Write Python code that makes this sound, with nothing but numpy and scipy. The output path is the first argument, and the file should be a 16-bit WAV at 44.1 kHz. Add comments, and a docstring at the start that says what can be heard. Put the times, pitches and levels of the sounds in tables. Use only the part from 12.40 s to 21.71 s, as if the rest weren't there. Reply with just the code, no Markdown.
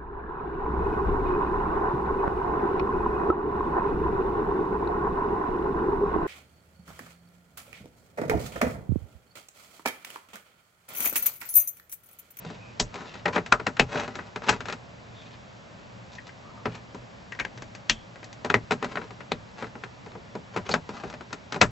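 """Close plastic snaps and knocks: hands work a switch and its connector into a parked car's dashboard.
Each contact rings the small part and the panel behind it (the switch itself when held free) and dies
fast in the padded cabin; some trail a low dashboard boom. Between the clicks plastic scrapes and squeaks,
and a spring buzzes once as the connector latches. A faint cabin rumble lies underneath."""
import sys
import numpy as np
from scipy import signal
from scipy.fft import rfft, irfft, next_fast_len
from scipy.io import wavfile

SR = 44100
rng = np.random.default_rng(int(sys.argv[2]) if len(sys.argv) > 2 else 0)


def master_out(mix):
    """Clip the mix to full scale and print it as 16-bit PCM to the path in sys.argv[1]."""
    frames = np.transpose(np.atleast_2d(mix))
    ceiling = np.clip(frames, -1, 1)
    pcm = np.round(ceiling * 32767).astype(np.int16)
    wavfile.write(sys.argv[1], SR, pcm)


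N = 410552
EVENT_SAMPLES, CONTACT_SAMPLES, LEAD_SAMPLES = 16384, 8192, 400


def undb(db):
    """Decibels to gain."""
    return 10 ** (np.asarray(db) / 20)


def unit(x):
    """Scale to rms 1."""
    return x / np.sqrt(np.mean(x ** 2))


def freqs(size):
    """FFT bin frequencies in Hz, floored at 1."""
    return np.maximum(np.fft.rfftfreq(size, 1 / SR), 1)


def along(points, hz):
    """Interpolate (f/Hz, value) points on a log-frequency axis."""
    f, value = np.transpose(points)
    return np.interp(np.log(hz), np.log(f), value)


def hump(f, hz, width_hz):
    """One resonance, 1 at its centre."""
    return 1 / (1 + (2 * (f - hz) / width_hz) ** 2)


def rolloff_db(ratio):
    """First-order slope: low-pass for f / corner, high-pass for corner / f."""
    return -10 * np.log10(1 + ratio ** 2)


def decay(t, t60_s):
    """Exponential fall, 60 dB in t60_s."""
    return np.exp(-np.log(1000) * t / t60_s)


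def shape(x, db):
    """Zero-phase filter from a dB curve."""
    return irfft(rfft(x) * undb(db), x.shape[-1])


def ring(x, db):
    """Minimum-phase filter from a dB curve: resonances ring after the blow."""
    cepstrum = irfft(np.log(undb(db)))
    half = len(cepstrum) // 2
    cepstrum[1:half] *= 2
    cepstrum[half + 1:] = 0
    return irfft(rfft(x) * np.exp(rfft(cepstrum)))


def add(out, x, start_s):
    """Mix a mono or stereo sound into both channels."""
    i = max(int(start_s * SR), 0)
    out[:, i:i + x.shape[-1]] += x[..., :max(N - i, 0)]


def walk(rate_hz, size):
    """Smooth random wander, spread near 1."""
    steps = rng.standard_normal(int(size / SR * rate_hz) + 2)
    return np.interp(np.arange(size) / SR * rate_hz, np.arange(len(steps)), steps)


# Cabin noise spectrum: f/Hz, relative density/dB
CABIN_SPECTRUM = [(25, -27), (60, -11), (95, -9), (116, 1.5), (142, -10), (185, -5.5), (270, -14),
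                  (370, -17.5), (480, -17), (570, -12.5), (700, -16), (900, -17.5), (1400, -22),
                  (3000, -27.5), (5000, -30.5), (7600, -37)]
# Cabin noise width: f/Hz, side over mid/dB
CABIN_WIDTH = [(60, -7.5), (150, -11.5), (300, -1), (900, 0), (2500, 1.5), (4400, -9.5), (7500, -43.5)]


def cabin(level_db=-46, waver_db=0.7, waver_hz=5, rumble_top_hz=600):
    """Outdoor rumble booms faintly in the cabin and wavers under a smooth hiss."""
    size = next_fast_len(N, real=True)
    f = freqs(size)
    mid, side = shape(rng.standard_normal((2, size)), along(CABIN_SPECTRUM, f))
    side = shape(side, along(CABIN_WIDTH, f))
    noise = np.array([mid + side, mid - side])
    rumble = shape(noise, rolloff_db(f / rumble_top_hz))
    noise += rumble * (undb(waver_db * walk(waver_hz, size)) - 1)
    return undb(level_db) * unit(noise[:, :N])


# Skin and plastic squeaks: t/s, length/s, level/dB, first f/Hz, last f/Hz
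SQUEAKS = [(.17, .19, -59, 2550, 2450), (2.74, .12, -60, 3700, 3400), (4.02, .12, -57.5, 1140, 1290),
           (4.07, .17, -57, 1040, 880), (4.14, .11, -58, 1290, 1040), (8.307, .026, -35, 4400, 4560)]


def squeaks(jitter=0.0088, jitter_hz=200, steady_cycles=7):
    """Slips fall into a loose rhythm and sound a rough gliding tone."""
    out, t = np.zeros((2, N)), np.arange(EVENT_SAMPLES) / SR
    for start, length, db, first_hz, last_hz in SQUEAKS:
        progress = np.minimum(t / length, 1)
        glide_hz = first_hz + (last_hz - first_hz) * progress
        hz = glide_hz * (1 + jitter * walk(jitter_hz, len(t)))
        grip_hz = first_hz / steady_cycles
        grip = walk(grip_hz, len(t)) + 1j * walk(grip_hz, len(t))  # slip strength and timing wander
        tone = np.real(grip * np.exp(2j * np.pi * np.cumsum(hz) / SR))
        add(out, 2 * undb(db) * np.sin(np.pi * progress) * tone, start)
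    return out


def spring(start_s=5.499, hz=3270, width_hz=380, level_db=-39, t60_s=0.29):
    """The spring in the switch buzzes on after the connector latches."""
    out, t = np.zeros((2, N)), np.arange(EVENT_SAMPLES) / SR
    resonance_db = 20 * np.log10(hump(freqs(len(t)), hz, width_hz))
    buzz = unit(shape(rng.standard_normal(len(t)), resonance_db))
    add(out, undb(level_db) * decay(t, t60_s) * buzz, start_s)
    return out


# Low dashboard booms after snaps and knocks: t/s, level/dB, boom f/Hz, sway over boom/dB
BOOMS = [(0.061, -30.5, 168, -23), (0.419, -30, 113.8, 1), (1.125, -45, 113, 12), (1.403, -23.5, 127.3, -6),
         (2.098, -36, 186, -0.5), (4.275, -28.5, 114.6, -28), (4.291, -33.5, 169, -28),
         (5.508, -32, 221, -2), (6.159, -28, 112, -22), (6.325, -30.5, 178, -25), (8.347, -30.5, 159, -23),
         (9.223, -33, 122, -2)]


def booms(rise_s=0.002, t60_s=0.22, sway_hz=37):
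    """The dashboard booms low just after a snap or knock and sways in its lowest mode."""
    out, t = np.zeros((2, N)), np.arange(EVENT_SAMPLES) / SR
    swing = decay(t, t60_s) * (1 - np.exp(-t / rise_s))
    for start, db, boom_hz, sway_db in BOOMS:
        boom = np.sin(2 * np.pi * boom_hz * t)
        sway = undb(sway_db) * np.sin(2 * np.pi * sway_hz * t)
        add(out, undb(db) * swing * (boom + sway), start)
    return out


# Panel and cabin decay: f/Hz, t60/s
CABIN_DECAY = [(70, 0.45), (200, .13), (550, 0.12), (1500, 0.088), (4000, 0.071), (8000, 0.11)]


def reflections(size, build_s=0.00058, build_cycles=0.98):
    """Dense cabin reflections as (mid, side); the bass builds late and stays."""
    t, f = np.arange(size) / SR, freqs(size)
    noise = rfft(rng.standard_normal((2, size)))
    centres = [hz for hz, _ in CABIN_DECAY]
    out = 0
    for (hz, t60_s), selector in zip(CABIN_DECAY, np.eye(len(centres))):
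        band = irfft(noise * along(list(zip(centres, selector)), f))
        fade = decay(t, t60_s) * (1 - np.exp(-t / (build_s + build_cycles / hz)))
        out = out + band * fade / np.linalg.norm(fade)
    return out


# Contact and scrape width: f/Hz, side gain/dB
CONTACT_WIDTH = [(60, -6), (250, -20.5), (700, -11.5), (1500, -4), (2600, -8.5), (4000, -9), (8000, -22.5)]
# Left-right level difference: f/Hz, share of pan_db
PAN_SHARE = [(300, .05), (600, 0.27), (1300, 0.37), (2600, 0.78), (3600, 0.059)]


def place(mid, side, pan_db):
    """Mid and side to stereo, leaning left mostly in the middle frequencies."""
    f = freqs(len(mid))
    side = shape(side, along(CONTACT_WIDTH, f))
    lean_db = pan_db * along(PAN_SHARE, f) / 2
    return np.array([shape(mid + side, lean_db), shape(mid - side, -lean_db)])


# Dashboard panel and cabin modes: f/Hz, width/Hz, gain/dB
PANEL_MODES = [(106, 37, 8), (176.3, 88, 10.5), (246, 62, 10), (425, 142, 11), (599, 33, 7.5),
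               (785, 180, 6), (984, 74, 6.5), (1270, 120, 2.5), (2010, 120, 0), (2507, 200, 3),
               (3970, 590, 3.5), (7430, 900, -5)]
# Hand-held switch modes: f/Hz, width/Hz, gain/dB
SWITCH_MODES = [(127, 16, 2), (242, 26, 3.5), (1617, 230, 10.5), (1885, 170, 7.5), (2240, 920, 4),
                (2605, 150, 3.5), (3470, 46, -6), (4540, 330, 3.5), (6160, 2700, 10)]


def modes_db(modes, f):
    """Colour that a body's resonances give to whatever touches it."""
    return sum(db * hump(f, hz, width_hz) for hz, width_hz, db in modes)


# Plastic and skin sliding: t/s, length/s, level/dB, centre f/Hz
SCRAPES = [(.005, 0.19, -52, 2800), (.507, 0.18, -44, 1160), (0.651, .16, -48.5, 3120),
           (0.923, 0.048, -33, 1700), (0.954, .059, -42, 1000), (1.461, 0.22, -34.5, 1340),
           (1.607, 0.31, -48.5, 1310), (2.023, 0.15, -34.5, 1500), (2.26, 0.084, -43.5, 1470),
           (2.688, 0.31, -56.5, 3300), (3.709, 0.073, -51, 5300), (3.856, 0.043, -49.5, 4850),
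           (4.28, 0.12, -48.5, 2200), (6.382, .32, -46.5, 1490), (7.159, 0.12, -45, 1500),
           (8.111, 0.13, -47, 1300), (8.247, .063, -43, 1590), (8.298, 0.033, -33.5, 5500),
           (8.457, 0.3, -45.5, 1130)]


def scrapes(grains_per_s=900, spread_db=6, jerk_db=4, jerk_hz=70, focus_db=10, focus_q=0.74,
            panel_share=0.94, low_hz=200, dull_hz=3000):
    """Sliding plastic catches and slips in dense, uneven grains that ring the panel."""
    out, size = np.zeros((2, N)), EVENT_SAMPLES
    t, f = np.arange(size) / SR, freqs(size)
    colour_db = panel_share * modes_db(PANEL_MODES, f) + rolloff_db(f / dull_hz) + rolloff_db(low_hz / f)
    for start, length, db, hz in SCRAPES:
        stroke = np.sin(np.pi * np.minimum(t / length, 1))
        catches = rng.random(size) < grains_per_s / SR
        strength = undb(spread_db * rng.standard_normal(size) + jerk_db * walk(jerk_hz, size))
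        grains = catches * strength * stroke * rng.choice([-1, 1], size)
        sound = signal.fftconvolve(reflections(size), grains[None], axes=1)[:, :size]
        sound[0] += grains  # direct sound, mid only
        sound = ring(sound, colour_db + focus_db * hump(f, hz, hz / focus_q))
        stereo = unit(place(*sound, pan_db=6)) * np.sqrt(length * SR / size)  # rms 1 over the stroke
        add(out, undb(db) * stereo, start)
    return out


def contact_force(hard_db, creep_db=-10, creep_s=0.0015, slip_s=0.002, softening=0.49):
    """A catch creeps up, then lets go in a rush of tiny slips, longer when soft."""
    t = (np.arange(CONTACT_SAMPLES) - LEAD_SAMPLES) / SR
    release_s = slip_s * undb(-softening * min(hard_db, 0))
    fade = np.exp(-np.abs(t) / np.where(t < 0, creep_s, release_s))
    slips = np.where(t < 0, undb(creep_db), 1) * fade * rng.standard_normal(len(t))
    return slips / np.linalg.norm(slips)


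# Edges of six contact bands: f/Hz
BAND_EDGES = [60, 250, 650, 1400, 2500, 4500, 8000]


def band_db(x, contact_s=0.0024):
    """Level per band: its energy over the time of one contact."""
    power = np.abs(rfft(x)) ** 2 * 2 / (len(x) * contact_s * SR)
    return 10 * np.log10(np.histogram(freqs(len(x)), BAND_EDGES, weights=power)[0])


# Contact colour, a row per band: level/dB, share of weight, share of hardness
CONTACT_COLOUR = [(-2, 1.18, 0.24), (1.5, 1.2, 0.024), (1, 0.81, 0.095), (0, 0.12, 0.035),
                  (-4.5, 0.068, 0.54), (-10.5, 0.26, 1)]


def contact(body, weight_db, hard_db, ring_hz, ring_db, direct_db, ring_q=6.6, part_hz=600, sub_hz=50):
    """A contact rings the part, its body and the cabin; weight adds bass, hardness treble."""
    f = freqs(CONTACT_SAMPLES)
    sound = np.pad(reflections(CONTACT_SAMPLES), ((0, 0), (LEAD_SAMPLES, 0)))[:, :CONTACT_SAMPLES]
    direct = ring(contact_force(hard_db), rolloff_db(part_hz / f))  # a small part radiates little bass
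    sound[0] += undb(direct_db) * direct
    sound = ring(sound, modes_db(body, f) + rolloff_db(sub_hz / f))
    centres = np.sqrt(np.multiply(BAND_EDGES[:-1], BAND_EDGES[1:]))
    colour_db = np.dot(CONTACT_COLOUR, [1, weight_db, hard_db])
    for _ in range(2):  # pull the band levels towards colour_db
        gains_db = colour_db - band_db(sound[0])
        sound = ring(sound, along(list(zip(centres, gains_db)), f))
    part_power = 1 + (undb(ring_db) ** 2 - 1) * hump(f, ring_hz, ring_hz / ring_q)
    sound = ring(sound, 10 * np.log10(part_power))
    return place(*sound, pan_db=9)


# Switch held free of the panel: first t/s, last t/s
IN_HAND = [(3.6, 4.1), (4.8, 6.0)]


def in_hand(time_s):
    """True while the switch is held free."""
    return any(first < time_s < last for first, last in IN_HAND)


def knock(time_s, weight_db, hard_db):
    """A plain contact against the trim, or higher and drier on the hand-held switch."""
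    if in_hand(time_s):
        return contact(SWITCH_MODES, weight_db, hard_db, ring_hz=2010, ring_db=8.9, direct_db=3.5)
    return contact(PANEL_MODES, weight_db, hard_db, ring_hz=1416, ring_db=4.97, direct_db=1.4)


# Fingers shifting grip: first t/s, last t/s
GRIP_SHIFTS = [(0.501, .85), (5.7, 6.05), (6.599, 6.8), (7.7, 7.9), (8.4, 9.0)]


def touches(ticks_per_s=5, level_db=-45.5, spread_db=3):
    """Faint ticks fall at random while the fingers shift their grip."""
    out = np.zeros((2, N))
    for first, last in GRIP_SHIFTS:
        for start in rng.uniform(first, last, round((last - first) * ticks_per_s)):
            db = level_db + spread_db * rng.standard_normal()
            add(out, undb(db) * knock(start, weight_db=3, hard_db=1), start)
    return out


# Parts knocking: t/s, level/dB, panel weight/dB, hardness/dB
KNOCKS = [(0.0494, -46.5, 9.5, 7), (0.1017, -45, 8.5, 4), (.542, -39, 2.5, 6), (0.5571, -37, 2, 2),
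          (.611, -41, 2, -16), (.8803, -26, 3.5, -5.5), (0.9601, -20.5, 2.5, -6.5), (0.9792, -24.5, 2, -9),
          (1.062, -33, -6.5, 3.5), (1.1981, -32.5, 3, -6), (1.3687, -32.5, -5.5, 0), (1.5448, -41, 12.5, 0),
          (1.5577, -29, 6.5, -8), (1.5748, -29, -10, -1), (1.597, -28.5, -0.5, -2), (1.6785, -36.5, 5, 1),
          (1.7546, -35, -0.5, 5.5), (1.7895, -31, -1, -13), (1.9604, -30, 1, -0.5), (2.02, -40.5, 3.5, -3),
          (2.1264, -29.5, -1.5, -1), (2.206, -32.5, -2, 1.5), (2.256, -35, -3.5, 3), (2.285, -32, 0.5, 2.5),
          (2.299, -33.5, -2.5, 3), (2.3255, -32, -0.5, 7.5), (3.7833, -36, -23, -12), (3.892, -43, -11, -4),
          (4.2562, -27, 5, -4), (4.265, -37, -3, -24), (4.352, -47, 5, 10), (4.5464, -48, 12.5, 7),
          (4.922, -33.5, -8.5, 0), (4.95, -46, -1, 4), (4.9905, -31.5, -10, -4), (5.1762, -46.5, 3, 10),
          (5.2218, -44, 5, 11), (5.3502, -45, -3, 14), (5.843, -49, -11, 20), (5.9285, -50, -9, 19.5),
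          (6.0477, -30.5, 5.5, 2), (6.061, -41, 5, 3), (6.3092, -20.5, 2, -2.5), (6.3195, -24, -1.5, 3),
          (6.4264, -29, 5.5, -2.5), (6.4447, -30, 2.5, 1), (6.5559, -30, 0.5, -3.5),
          (6.572, -24.5, -1, -15), (6.6159, -38, 3, -10), (6.806, -38.5, -2, -4), (7.2244, -33.5, 5, -5),
          (7.242, -36.5, 0, -9), (7.3538, -42, 6, -9), (7.437, -30.5, -5, -6), (7.662, -47, 9, 0),
          (7.7519, -48, 12.5, -8), (7.9526, -42, 13, 1.5), (8.1633, -30.5, 7.5, 0),
          (8.1726, -29.5, 0.5, -3), (8.2917, -33.5, 9, 9), (8.4919, -40, 9, 3.5), (8.6367, -39.5, 10, -3.5),
          (8.7, -43.5, 4.5, 8), (8.8089, -41, 4, -2), (8.9291, -34, 0.5, 9.5), (9.1233, -30.5, -1, 8.5),
          (9.1442, -31.5, 0, 1), (9.161, -34.5, 8, -1.5)]


def knocks():
    """Parts knock together as they are lined up and pushed home."""
    out = np.zeros((2, N))
    for start, db, weight_db, hard_db in KNOCKS:
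        add(out, undb(db) * knock(start, weight_db, hard_db), start - LEAD_SAMPLES / SR)
    return out


# Latch snaps: t/s, level/dB, panel weight/dB, hardness/dB, ring f/Hz, ring gain/dB, direct gain/dB
SNAPS = [(.399, -25.5, 1, 20, 4300, -0.5, 0), (0.8573, -18.5, -0.5, -5.5, 1830, 3.5, 3.5),
         (1.124, -14, -7, 5, 1310, 18.5, 8), (1.2675, -20.5, -1.5, 1, 1440, 5.5, 1.5),
         (1.3967, -11, -3, 1.5, 2650, 7, 4.5), (2.0858, -17.5, -6.5, 0, 845, 12, -3),
         (2.092, -17.5, -2, 9.5, 1490, 9, 1.5), (4.9983, -24.5, -7.5, 1, 2250, 11, -0.5),
         (5.0503, -29, -5.5, -0.5, 2110, 11, 8), (5.497, -15.5, -13, 13.5, 2760, 6, 1),
         (6.101, -16, -4.5, -6, 1310, 4, 3), (6.1423, -17.5, 2, -2, 2010, 12, 3),
         (6.9188, -25.5, 3.5, -0.5, 3850, 11, 7.5), (8.34, -21.5, 2, 3.5, 1520, 10.5, 3),
         (9.214, -9.5, -2.5, 6, 1360, 5, 0)]


def snaps():
    """Each latch lets go with its own crack and ring."""
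    out = np.zeros((2, N))
    for start, db, *character in SNAPS:
        body = SWITCH_MODES if in_hand(start) else PANEL_MODES
        add(out, undb(db) * contact(body, *character), start - LEAD_SAMPLES / SR)
    return out


def scene():
    """Handling sounds over the quiet cabin, in stereo."""
    return cabin() + snaps() + spring() + knocks() + scrapes() + squeaks() + booms() + touches()


def record(dry):
    """Treble ends near 8 kHz; the hardest snaps clip with a faint bright crack."""
    top_hz, cut_hz, ceiling = 7780, 8177, 0.85
    narrow = signal.sosfilt(signal.ellip(10, .2, 70, top_hz, fs=SR, output="sos"), dry)
    clipped = np.clip(narrow, -ceiling, ceiling)
    return signal.sosfilt(signal.ellip(6, .2, 20, cut_hz, fs=SR, output="sos"), clipped)


dry = scene()
out = record(dry)
master_out(out)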